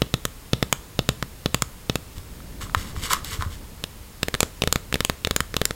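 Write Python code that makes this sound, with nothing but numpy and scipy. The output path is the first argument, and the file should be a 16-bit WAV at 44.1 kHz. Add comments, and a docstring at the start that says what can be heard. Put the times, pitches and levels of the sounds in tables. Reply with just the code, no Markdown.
"""Long fingernails tap in fast runs on a diving mask, very close to a microphone in a small room.
0-2 s: taps on lenses and rim; each thumps the mask, rings its frame and lens and clicks the nail.
2.1-3.6 s: the hands slide to a new grip; skin and nails rub the plastic, with soft bumps and stray taps.
3.8-5.7 s: denser runs from curled fingers, the mask damped by the palms.
Throughout: faint room tone; the sharpest taps overload the microphone."""
import sys
import numpy as np
from scipy import signal
from scipy.fft import rfft, irfft, next_fast_len
from scipy.io import wavfile

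SR = 44100
rng = np.random.default_rng(int(sys.argv[2]) if len(sys.argv) > 2 else 0)


def master_out(mix):
    """Clip the mix to full scale and print it as 16-bit PCM to the path in sys.argv[1]."""
    frames = np.transpose(np.atleast_2d(mix))
    ceiling = np.clip(frames, -1, 1)
    pcm = np.round(ceiling * 32767).astype(np.int16)
    wavfile.write(sys.argv[1], SR, pcm)


N = 253575

# nail taps: (time [s], strength [dB], touch)
NAIL_TAPS = [(0.0193, 0, "flat on lens"), (0.1402, 0, "slanted on lens"), (0.2529, -3, "tip on rim"),
             (0.5331, -0.5, "flat on lens"), (0.6271, 0, "slanted on lens"), (0.7268, 1.5, "tip on rim"),
             (0.9913, -1, "flat on lens"), (1.09, 3, "slanted on lens"), (1.2264, -4.5, "curled on rim"),
             (1.4596, -3, "flat on lens"), (1.5449, 1.5, "steep on lens"), (1.6217, 0, "tip on rim"),
             (1.8975, -4, "flat on lens"), (1.9564, -3, "steep on lens"), (2.182, -15.5, "nail snap"),
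             (2.404, -29.5, "side of frame"), (2.697, -22, "side of frame"), (2.7479, 0.5, "side of frame"),
             (2.964, -23.5, "side of frame"), (3.1115, -9, "side of frame"), (3.1298, -7, "side of frame"),
             (3.133, 2, "nail snap"), (3.2464, -7, "nail snap"), (3.409, -19, "side of frame"),
             (3.4233, -8, "side of frame"), (3.8397, -5, "curled on lens"), (4.231, 1, "curled on lens"),
             (4.2842, -4, "glancing"), (4.342, -1, "curled on edge"), (4.35, -4, "glancing"),
             (4.4053, 2, "curled tip"), (4.4301, 2, "curled on rim"), (4.6204, 0, "curled on lens"),
             (4.6374, -1.5, "glancing"), (4.6748, 1.5, "curled on edge"), (4.726, 1, "curled tip"),
             (4.7586, 0, "curled on rim"), (4.9265, -4.5, "glancing"), (4.9422, 1.5, "curled on lens"),
             (4.9565, -4.5, "glancing"), (5.0058, 1.5, "curled on edge"), (5.0489, -1.5, "curled tip"),
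             (5.0979, 1.5, "curled on rim"), (5.2486, -1.5, "curled on lens"), (5.2722, -2, "glancing"),
             (5.31, 2, "curled on edge"), (5.3631, 1.5, "curled tip"), (5.4051, 2, "curled on rim"),
             (5.542, -7, "glancing"), (5.5665, 1, "curled on lens"), (5.6159, 2.5, "curled on edge"),
             (5.6542, 0.5, "curled tip"), (5.7088, -7, "curled on rim")]
# drive of each part, by touch: (thump [dB], knock [dB], frame [dB], lens [dB], nail [dB])
TOUCH_DRIVE_DB = {"flat on lens": (-8.5, -17, -18, -11.5, -31),
                  "slanted on lens": (-10.5, -20.5, -18.5, -12.5, -17.5),
                  "steep on lens": (-12.5, -27, -18, -14, -4.5), "tip on rim": (-16, -23.5, -16.5, -23, 0),
                  "side of frame": (-24.5, -59, -9.5, -23.5, -20), "nail snap": (-44, -47, -37, -28, -6.5),
                  "curled on lens": (-15.5, -24, -18.5, -14, -19), "glancing": (-15, -17, -21, -29.5, -18),
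                  "curled on edge": (-15, -17.5, -16.5, -18, -26.5),
                  "curled tip": (-22, -22.5, -24, -26.5, 2), "curled on rim": (-14, -20, -15, -22, -17.5)}
# modes: (frequency [Hz], relative level [dB], t60 [s])
THUMP_MODES = [(61, -20, 0.2), (134, 5.5, 0.0064), (127, -4.5, 0.059), (163, -24, 0.21), (223, -33.5, 0.22)]  # whole mask on its soft skirt
KNOCK_MODES = [(415, 0.5, 0.019), (1656, 10, 0.0042), (2070, -5, 0.0084)]  # hollow behind the lenses
FRAME_MODES = [(1084, -6.5, 0.025), (1251, 7, 0.0089), (1250, -33, 0.17), (1506, -4.5, 0.0042),
               (1760, -11, 0.02)]
LENS_MODES = [(2670, -6, 0.015), (2973, 7.5, 0.0057), (3416, -1, 0.014), (3665, 1, 0.0088),
              (4230, -14.5, 0.011), (5067, -5.5, 0.011), (4920, -35, 0.012)]
NAIL_MODES = [(6300, 0, 0.0014), (6740, -5.5, 0.0036), (7310, -4.5, 0.0022), (9900, -35, 0.0035),
              (9900, -2, 0.0015), (13000, -43, 0.0035)]
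SWAY_MODES = [(83.8, 7.5, 0.12), (38.3, -8.5, 0.86)]  # mask rocking in the hands
# finger slides: (start [s], length [s], relative rub [dB], relative scrape [dB])
FINGER_STROKES = [(2.152, 0.022, -47, -50), (2.603, 0.022, -35, -30.5), (2.756, 0.065, -38.5, -50),
                  (2.84, 0.066, -46, -47), (2.95, 0.082, -43, -54), (3.02, .045, -32.5, -33.5),
                  (3.096, .03, -25.5, -21), (3.239, 0.053, -37.5, -54), (3.301, 0.041, -34.5, -39),
                  (3.394, 0.036, -42, -33.5), (3.494, .06, -46, -53)]
# finger pads landing: (time [s], strength [dB])
PAD_BUMPS = [(2.177, -33), (2.636, -32.5), (2.768, -24.5), (2.974, -28.5), (3.031, -36), (3.328, -32),
             (3.39, -25), (3.463, -26.5)]
# noise spectra: (frequency [Hz], relative density [dB])
SKIN_SPECTRUM = [(240, -51), (400, -1.5), (481, 6.5), (666, -15), (1060, -6), (1820, 3.5), (2470, 1),
                 (3260, 2), (5870, -2), (7990, -1.5), (10400, -10), (14600, -8), (16000, -31)]
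HANDLING_SPECTRUM = [(20, -0.5), (45, 0.5), (90, -3), (180, -5.5), (400, -16.5), (900, -25), (2000, -57)]
ROOM_TONE_SPECTRUM = [(12, -29), (20, -3), (74, -2), (93, -7.5), (310, -18), (399, -21.5), (434, -18),
                      (738, -26.5), (923, -23), (1570, -27.5), (1860, -27.5), (3950, -30), (5230, -30),
                      (16000, -33)]
# room decay: (frequency [Hz], t60 [s])
ROOM_DECAY = [(150, 0.46), (1200, 0.36), (7000, 0.3), (14000, 0.21)]


def taps(regrip_s=3.0, grip_t60_s=0.042, click_db_per_db=3.14):
    """Each nail pushes the mask, rings its parts and clicks; firmer taps are brighter."""
    out, t = np.zeros(N), np.arange(SR // 7) / SR
    t_short = t[:SR // 50]
    grit = coloured(rng.standard_normal(N), [(2000, 3), (8000, 0.5), (11800, -4.5), (15000, -3.5),
                                             (17000, -43)])
    for time_s, db, touch in NAIL_TAPS:
        drive_db = np.add(TOUCH_DRIVE_DB[touch], [db, db, db, db, click_db_per_db * db])
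        thump_db, knock_db, frame_db, lens_db, nail_db = drive_db
        cupped = time_s > regrip_s
        tap = amp(thump_db) * mask_thump(t, cupped, grip_t60_s)
        frame = amp(frame_db) * ring(FRAME_MODES, t)
        if cupped:  # gripping fingers mute the frame
            frame *= amp(-2) * fade(t, grip_t60_s)
        tap += frame
        add(tap, 0, amp(knock_db) * ring(KNOCK_MODES, t_short))
        add(tap, 0, amp(lens_db) * ring(LENS_MODES, t_short))
        add(tap, 0, nail_click(t_short, nail_db, grit[round(time_s * SR):], curled=cupped))
        tap *= rise(t, 0.000065)
        add(out, time_s, in_room(tap, near_db=-16, near_t60_s=0.0081, room_db=-21.5))
    return out


def mask_thump(t, cupped, grip_t60_s, loaded_ratio=0.93, sway_db=-22):
    """The mask bounces on its skirt; cupped palms add mass, damp it and rock with it."""
    if not cupped:
        return ring(THUMP_MODES, t)
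    damped = ring(THUMP_MODES, t * loaded_ratio) * fade(t, grip_t60_s)
    return damped + amp(sway_db) * ring(SWAY_MODES, t, wave=np.sin)


def nail_click(t, drive_db, grit, curled, steep_ratio=1.054):
    """Nail ring plus a noise crack; curled fingers land steeper and ring higher."""
    nail = amp(drive_db) * ring(NAIL_MODES, t * (steep_ratio if curled else 1), wave=np.sin)
    crack_db = 0.47 * drive_db - 3.5
    crack = amp(crack_db) * grit[:len(t)] * fade(t, 0.0062)
    return rise(t, 0.0001) * (nail + crack)


def bumps():
    """Finger pads land on the mask: a slow push, no click."""
    out, t = np.zeros(N), np.arange(SR // 5) / SR
    for time_s, db in PAD_BUMPS:
        add(out, time_s, -amp(db) * ring(SWAY_MODES, t, wave=np.sin))
    return out


def finger_friction(attack_s=0.01, release_t60_s=0.16):
    """Short strokes: skin hisses over the plastic, nails catch on the frame."""
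    rub, scrape, t = np.zeros(N), np.zeros(N), np.arange(SR // 2) / SR
    for start_s, length_s, rub_db, scrape_db in FINGER_STROKES:
        speed = rise(t, attack_s) * fade(np.maximum(t - length_s, 0), release_t60_s)
        add(rub, start_s, amp(rub_db) * speed)
        add(scrape, start_s, amp(scrape_db) * speed)
    skin = coloured(slips(rate_hz=5000, spread_db=-0.5), SKIN_SPECTRUM)
    catches = slips(rate_hz=450, spread_db=5.5)
    frame = signal.fftconvolve(catches, ring(FRAME_MODES, t[:SR // 8]))[:N]
    # little bass: the catches sound mostly between 1 and 2 kHz
    nails = coloured(frame, [(500, -26), (1000, 14.5), (2200, 6.5), (5000, -21)])
    friction = rub * skin + amp(-3) * scrape * nails
    return in_room(friction, near_db=-7.5, near_t60_s=0.009, room_db=-12)


def slips(rate_hz, spread_db):
    """Stick-slip impulses, random in time and size."""
    hits = rng.random(N) < rate_hz / SR
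    return hits * rng.standard_normal(N) * amp(spread_db * rng.standard_normal(N))


def handling_rumble(centre_s=2.973, width_s=0.76, level_db=-37.5):
    """The mask rumbles in the hands, swelling and ebbing around the change of grip."""
    swell = np.exp(-((np.arange(N) / SR - centre_s) / width_s) ** 2)
    return amp(level_db) * swell * coloured(rng.standard_normal(N), HANDLING_SPECTRUM)


def in_room(x, near_db, near_t60_s, room_db):
    """Direct sound, quick scatter off hands and mask, faint room tail."""
    hz, frames_s, noise = signal.stft(rng.standard_normal(SR // 6), SR, nperseg=256)
    decay = fade(frames_s, along(ROOM_DECAY, hz)[:, None])
    tail = signal.istft(noise * decay, SR, nperseg=256)[1]
    t = np.arange(len(tail)) / SR
    tail *= rise(t, 0.0016)  # the walls answer later
    near = rng.standard_normal(len(t)) * fade(t, near_t60_s) * rise(t, 0.0014)
    response = amp(near_db) * near / np.linalg.norm(near) + amp(room_db) * tail / np.linalg.norm(tail)
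    return x + signal.fftconvolve(x, response)[:len(x)]


def room_tone(rms_db=-41.5):
    """Steady low rumble under microphone hiss."""
    return amp(rms_db) * coloured(rng.standard_normal(N), ROOM_TONE_SPECTRUM)


def ring(modes, t, wave=np.cos, spread_db=1.3, detune=0.012):
    """Damped modes; level and pitch vary with the spot struck."""
    hz, db, t60_s = np.transpose(modes)[:, :, None]
    size, shift = rng.standard_normal((2, len(modes), 1))
    envelopes = amp(db + spread_db * size) * fade(t, t60_s)
    return np.sum(envelopes * wave(2 * np.pi * hz * (1 + detune * shift) * t), axis=0)


def rise(t, tau_s):
    """Exponential rise to 1."""
    return 1 - np.exp(-t / tau_s)


def fade(t, t60_s):
    """Decay of 60 dB per t60_s."""
    return np.exp(-np.log(1000) * t / t60_s)


def amp(db):
    """dB to gain."""
    return 10 ** (np.asarray(db) / 20)


def along(points, hz):
    """Interpolate (frequency [Hz], value) on a log axis."""
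    points_hz, values = np.transpose(points)
    return np.interp(np.log(hz + 1), np.log(points_hz + 1), values)


def filtered(x, response):
    """Apply response(hz) by FFT."""
    size = next_fast_len(len(x) + SR // 2)
    return irfft(rfft(x, size) * response(np.fft.rfftfreq(size, 1 / SR)), size)[:len(x)]


def coloured(x, spectrum):
    """Shape by (frequency [Hz], level [dB]); scale to rms 1."""
    x = filtered(x, lambda hz: amp(along(spectrum, hz)))
    return x / np.sqrt(np.mean(x ** 2) + 1e-20)


def add(track, start_s, sound):
    """Mix sound into track at start_s."""
    part = track[round(start_s * SR):][:len(sound)]
    part += sound[:len(part)]


def scene():
    """Taps, change of grip and room tone; mono."""
    return (taps() + bumps() + finger_friction() + handling_rumble() + room_tone())[None]


def record(dry, ceiling=0.7, hardness=4, notch_hz=5900, notch_width_hz=170, top_hz=16000):
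    """Microphone overload rounds the peaks; then a narrow notch and a band limit."""
    def response(hz):
        offset = notch_hz ** 2 - hz ** 2
        notch = offset / (offset + 1j * hz * notch_width_hz)
        return notch * np.clip((top_hz - hz) / 400 + 0.5, 0, 1)

    clipped = dry[0] / (1 + np.abs(dry[0] / ceiling) ** hardness) ** (1 / hardness)
    return filtered(clipped, response)[None]


dry = scene()
out = record(dry)
master_out(out)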